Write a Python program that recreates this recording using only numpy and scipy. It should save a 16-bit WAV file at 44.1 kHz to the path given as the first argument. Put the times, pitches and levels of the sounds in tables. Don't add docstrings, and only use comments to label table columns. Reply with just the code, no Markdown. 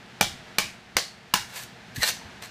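import sys
import numpy as np
from scipy import signal
from scipy.fft import rfft, irfft
from scipy.io import wavfile

SR = 44100
rng = np.random.default_rng(int(sys.argv[2]) if len(sys.argv) > 2 else 0)


def log_audio(samples):
    frames = np.atleast_2d(samples).T
    limited = np.clip(frames, -1, 1)
    pcm = np.round(limited * 32767).astype(np.int16)
    wavfile.write(sys.argv[1], SR, pcm)


N = 110250
T = np.arange(N) / SR
FREQS = np.maximum(np.fft.rfftfreq(N, 1 / SR), 1)
CATCH_HZ = 120

# (f/Hz, level/dB)
BLOWS = [(0.2098, -11.5, -19.5, 3.5, 2, 3440, -31, [(825, -10.5), (1440, -14), (2370, -10.5)]),
         (0.5836, -13, -27, 0.5, 2, 2480, -32, [(1250, -16.5), (2360, -11), (4250, -19.5)]),
         (0.9667, -13, -31.5, 3.5, -0.5, 4350, -31.5, [(2120, -15.5), (2850, -18), (4830, -16.5)]),
         (1.3379, -11.5, -24, -22, 4, 1660, -34, [(1010, -8.5), (1700, -11.5), (2880, -18.5)])]
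# f/Hz, relative level/dB, t60/s
SHARD_MODES = [(1472, -6, .04), (1719, 0, .05), (1833, 0, .05), (2290, -6, .03), (2421, -5, .03),
               (2836, -5, .04), (3662, -7, .03), (4080, 0, .05), (4306, 0, .03), (4432, -4, .03),
               (6070, -7, .06), (8010, -12, .03)]
# f/Hz, relative level/dB
GRIT_SPECTRUM = [(150, -43), (350, -13.5), (600, -3), (1100, -2), (1700, 1), (3000, -1), (4200, 0),
                 (5500, -4), (8000, -4), (11000, -10), (13500, -7), (15500, -21)]


def undb(db):
    return 10 ** (np.asarray(db) / 20)


def unit(x):
    return x / np.sqrt(np.mean(x ** 2) + 1e-18)


def read(points, hz):
    f, v = np.array(points, float).T
    return np.interp(np.log(hz), np.log(f), v)


def colour(x, points, tilt_db=0):
    octaves = np.log2(np.maximum(FREQS, 500) / 3000)
    return irfft(rfft(x) * undb(read(points, FREQS) + tilt_db * octaves), N)


def shaped(x, points, tilt_db=0):
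    return unit(colour(x, points, tilt_db)) * np.sqrt(np.mean(x ** 2))


def noise(points):
    return unit(colour(rng.standard_normal(N), points))


def wander(hz):
    return unit(irfft(rfft(rng.standard_normal(N)) * np.exp(-FREQS / hz), N))


def fade(t60, rise=0.00052, hold=0):
    return np.minimum(T / rise, 1) * np.exp(-np.log(1000) * np.maximum(T - rise - hold, 0) / t60)


def tone(hz, t60, rise=0.00064):
    return np.sin(2 * np.pi * hz * T) * fade(t60, rise)


def ring(modes, pitch=1, tilt_db=0, scatter_db=1.5):
    out = np.zeros(N)
    for hz, db, t60 in modes:
        strength, polarity = rng.standard_normal(2)
        level_db = db + scatter_db * strength + tilt_db * np.log2(hz / modes[0][0])
        out += np.sign(polarity) * undb(level_db) * tone(hz * pitch, t60)
    return out


def snap(envelope):
    head = envelope[:2048]
    x = rng.standard_normal(len(head)) * head
    for _ in range(3):
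        x = irfft(np.exp(1j * np.angle(rfft(x)))) * np.sqrt(head)
    return np.pad(x * np.sqrt(np.sum(head ** 2) / np.sum(x ** 2)), (0, N - len(x)))


def at(s, x):
    return np.concatenate([np.zeros(max(int(s * SR), 0)), x])[:N]


def room_tone(level_db=-48, waver_db=0.04):
    # f/Hz, relative level/dB
    spectrum = [(25, -36), (60, -6), (90, -12.5), (120, 0), (150, -6), (185, -1), (255, -5.5), (310, -17),
                (360, -6.5), (410, -16.5), (455, -7.5), (530, -16.5), (640, -8.5), (820, -10.5),
                (1120, -14.5), (1600, -10), (2400, -13.5), (4200, -18.5), (7000, -28), (10000, -37),
                (15500, -46)]
    # t/s, relative level/dB
    swell = [(0, 0), (.5, 2.5), (.85, -1.5), (1.25, -1.5), (1.7, 0.5), (2.3, 3.5), (2.5, 0.5)]
    swell_db = np.interp(T, *np.array(swell).T)
    return noise(spectrum) * undb(level_db + swell_db + waver_db * wander(hz=3.2))


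def bumps():
    # t/s, level/dB, f/Hz, t60/s
    contacts = [(0.129, -40, 215, 0.081), (0.213, -39, 99, 0.25), (0.317, -45, 84, 0.099),
                (0.954, -34, 78.4, 0.11), (1.88, -43.5, 183, 0.074), (1.975, -26.5, 117, 0.1),
                (1.98, -30, 242, 0.048), (1.994, -32.5, 64, 0.087), (1.998, -34.5, 208, 0.023),
                (2.217, -37.5, 927, 0.016), (2.25, -40.5, 87, 0.14)]
    return sum(at(s, undb(db) * tone(hz, t60, rise=0.0044)) for s, db, hz, t60 in contacts)


def blows(rise_s=0.0013, ring_width_hz=560):
    # f/Hz, relative level/dB
    crack_spectrum = [(30, -52), (100, -45), (300, -4.5), (550, -3), (900, -1.5), (1800, 1.5), (2600, -2.5),
                      (4800, -0.5), (7500, -5), (11000, -9.5), (15500, -11)]
    # f/Hz, relative level/dB, t60/s
    contact_modes = [(355, -16, .07), (450, -11, .06), (642, -9, .07), (810, -9, .07), (1063, -9, .05),
                     (1316, -6, .04), (1538, -7, .05), (3922, -9, .05), (4370, -11, .04), (5116, -11, .05),
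                     (2298, -4, .05), (2872, -3, .05), (7850, -12, .03)]
    close, to_room = np.zeros(N), np.zeros(N)
    for s, db, thud_db, bass_db, treble_db, ring_hz, ring_db, knocks in BLOWS:
        shelves = [(550, bass_db), (850, 0), (8400, 0), (15900, treble_db)]  # f/Hz, gain/dB
        spectrum = [(hz, level + read(shelves, hz)) for hz, level in crack_spectrum]
        crack = undb(db) * snap(fade(t60=0.03, rise=rise_s, hold=0.00086))
        impulse = (T == 0) * np.sqrt(np.sum(crack ** 2))
        body = undb(db - 8.5) * ring(contact_modes)
        knock = sum(undb(knock_db) * tone(hz, t60=0.022, rise=rise_s) for hz, knock_db in knocks)
        thud = undb(thud_db) * tone(hz=199.8, t60=0.05, rise=0.0015)
        resonance = 1 / (1 + (2 * (FREQS - ring_hz) / ring_width_hz) ** 2)
        ring_noise = unit(irfft(rfft(rng.standard_normal(N)) * resonance, N))
        after_ring = undb(ring_db) * ring_noise * fade(t60=0.39)
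        close += shaped(at(s, crack), spectrum) + at(s, body + knock + thud + after_ring)
        to_room += shaped(at(s, impulse), spectrum) + at(s, undb(-1.5) * body + undb(-9) * (knock + thud))
    return close, to_room


def chisel():
    ping_levels = (-27, -41, -25.5, -34)
    ping = tone(hz=5930, t60=0.16)
    return sum(at(blow[0], undb(db) * ping) for blow, db in zip(BLOWS, ping_levels))


def room(x, delay_s=0.004, build_s=0.0052):
    # f/Hz, t60/s
    decay_times = [(150, 0.51), (500, 0.17), (1400, 0.34), (3700, 0.3), (8000, 0.32), (15000, 0.26)]
    # f/Hz, relative level/dB
    tail_colour = [(100, 11), (300, 0), (750, 4), (1100, -3.5), (2500, 0.5), (5000, 3.5), (9000, -1),
                   (15000, -7)]
    centres_hz = 125 * 2. ** np.arange(8)
    spectrum, tail = rfft(noise(tail_colour)), np.zeros(N)
    for hz, pick in zip(centres_hz, np.eye(len(centres_hz))):
        band = irfft(spectrum * np.interp(np.log(FREQS), np.log(centres_hz), pick), N)
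        tail += band * fade(read(decay_times, hz), rise=build_s)
    tail /= np.sqrt(np.sum(tail ** 2))
    return signal.fftconvolve(x, at(delay_s, tail))[:N]


def slides(grains_per_s=4500, catch_db=2):
    # t/s, rise/s, hold/s, release/s, level/dB, tilt/(dB per octave)
    shoves = [(1.464, 0.042, .1, 0.07, -46.5, -2), (1.532, 0.0077, .1, .02, -45, 2),
              (1.554, 0.0089, 0.0095, 0.039, -38, 0), (1.943, 0.025, 0.013, 0.065, -42, 2),
              (2.001, 0.017, 0.0056, 0.0074, -34.5, 1.5), (2.019, 0.011, 0.072, 0.015, -28.5, 1),
              (2.416, 0.012, 0.0086, 0.055, -40.5, -1.5)]
    out = np.zeros(N)
    for s, rise, hold, release, db, tilt_db in shoves:
        sizes = undb(-0.5 * np.minimum(rng.exponential(size=N), 4)) * rng.choice([-1, 1], N)
        grains = sizes * (rng.random(N) < grains_per_s / SR)
        scrape = unit(colour(grains, GRIT_SPECTRUM, tilt_db))
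        body = unit(signal.fftconvolve(grains, ring(SHARD_MODES))[:N])
        push = np.interp(T, s + np.cumsum([0, rise, hold, release]), [0, 1, 1, 0])
        catching = undb(catch_db * wander(CATCH_HZ))
        out += undb(db) * push * catching * (scrape + undb(-10) * body)
    return out


def squeaks(wander_hz=92):
    # t/s, rise/s, t60/s, level/dB, f/Hz
    catches = [(1.959, 0.006, 0.056, -31.5, 1806), (1.998, 0.013, .03, -32, 1940),
               (2.014, 0.0088, 0.032, -21.5, 1945), (2.085, 0.0085, 0.26, -34.5, 6090)]
    out = np.zeros(N)
    for s, rise, t60, db, hz in catches:
        phase = 2 * np.pi * np.cumsum(hz + wander_hz * wander(CATCH_HZ)) / SR
        out += at(s, undb(db) * np.sin(phase) * fade(t60, rise))
    return out


def clinks(detune=0.0178):
    # t/s, tick level/dB, tilt/(dB per octave), ring level/dB
    collisions = [(1.9606, -45, 5.5, -36), (1.965, -35, 3.5, -38), (2.0212, -36, -1, -17),
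                  (2.0306, -16, -1.5, -11.5), (2.0367, -29, 3.5, -14.5), (2.0398, -25, -6, -41),
                  (2.0756, -22, 0.5, -21), (2.0894, -21.5, 1, -26), (2.4235, -34.5, -2, -53)]
    pitches = 1 + detune * rng.standard_normal(len(collisions))
    out = np.zeros(N)
    for (s, tick_db, tilt_db, ring_db), pitch in zip(collisions, pitches):
        tick = shaped(at(s, snap(fade(t60=0.03))), GRIT_SPECTRUM, tilt_db)
        body = at(s, ring(SHARD_MODES, pitch, tilt_db)) / np.sqrt(len(SHARD_MODES))
        out += undb(tick_db) * tick + undb(ring_db) * body
    return out


def scene():
    hits, to_room = blows()
    debris = clinks() + slides() + squeaks()
    reverb = room(undb(-5.5) * to_room + undb(-9) * debris)
    echo = undb(-14.5) * at(0.0175, hits)
    return (hits + chisel() + debris + bumps() + reverb + echo + room_tone())[None]


def record(dry, ceiling=0.72, top_hz=15300):
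    rounded = ceiling * np.tanh(dry / ceiling)
    return signal.sosfilt(signal.ellip(10, .2, 80, top_hz, fs=SR, output="sos"), rounded)


dry = scene()
out = record(dry)
log_audio(out)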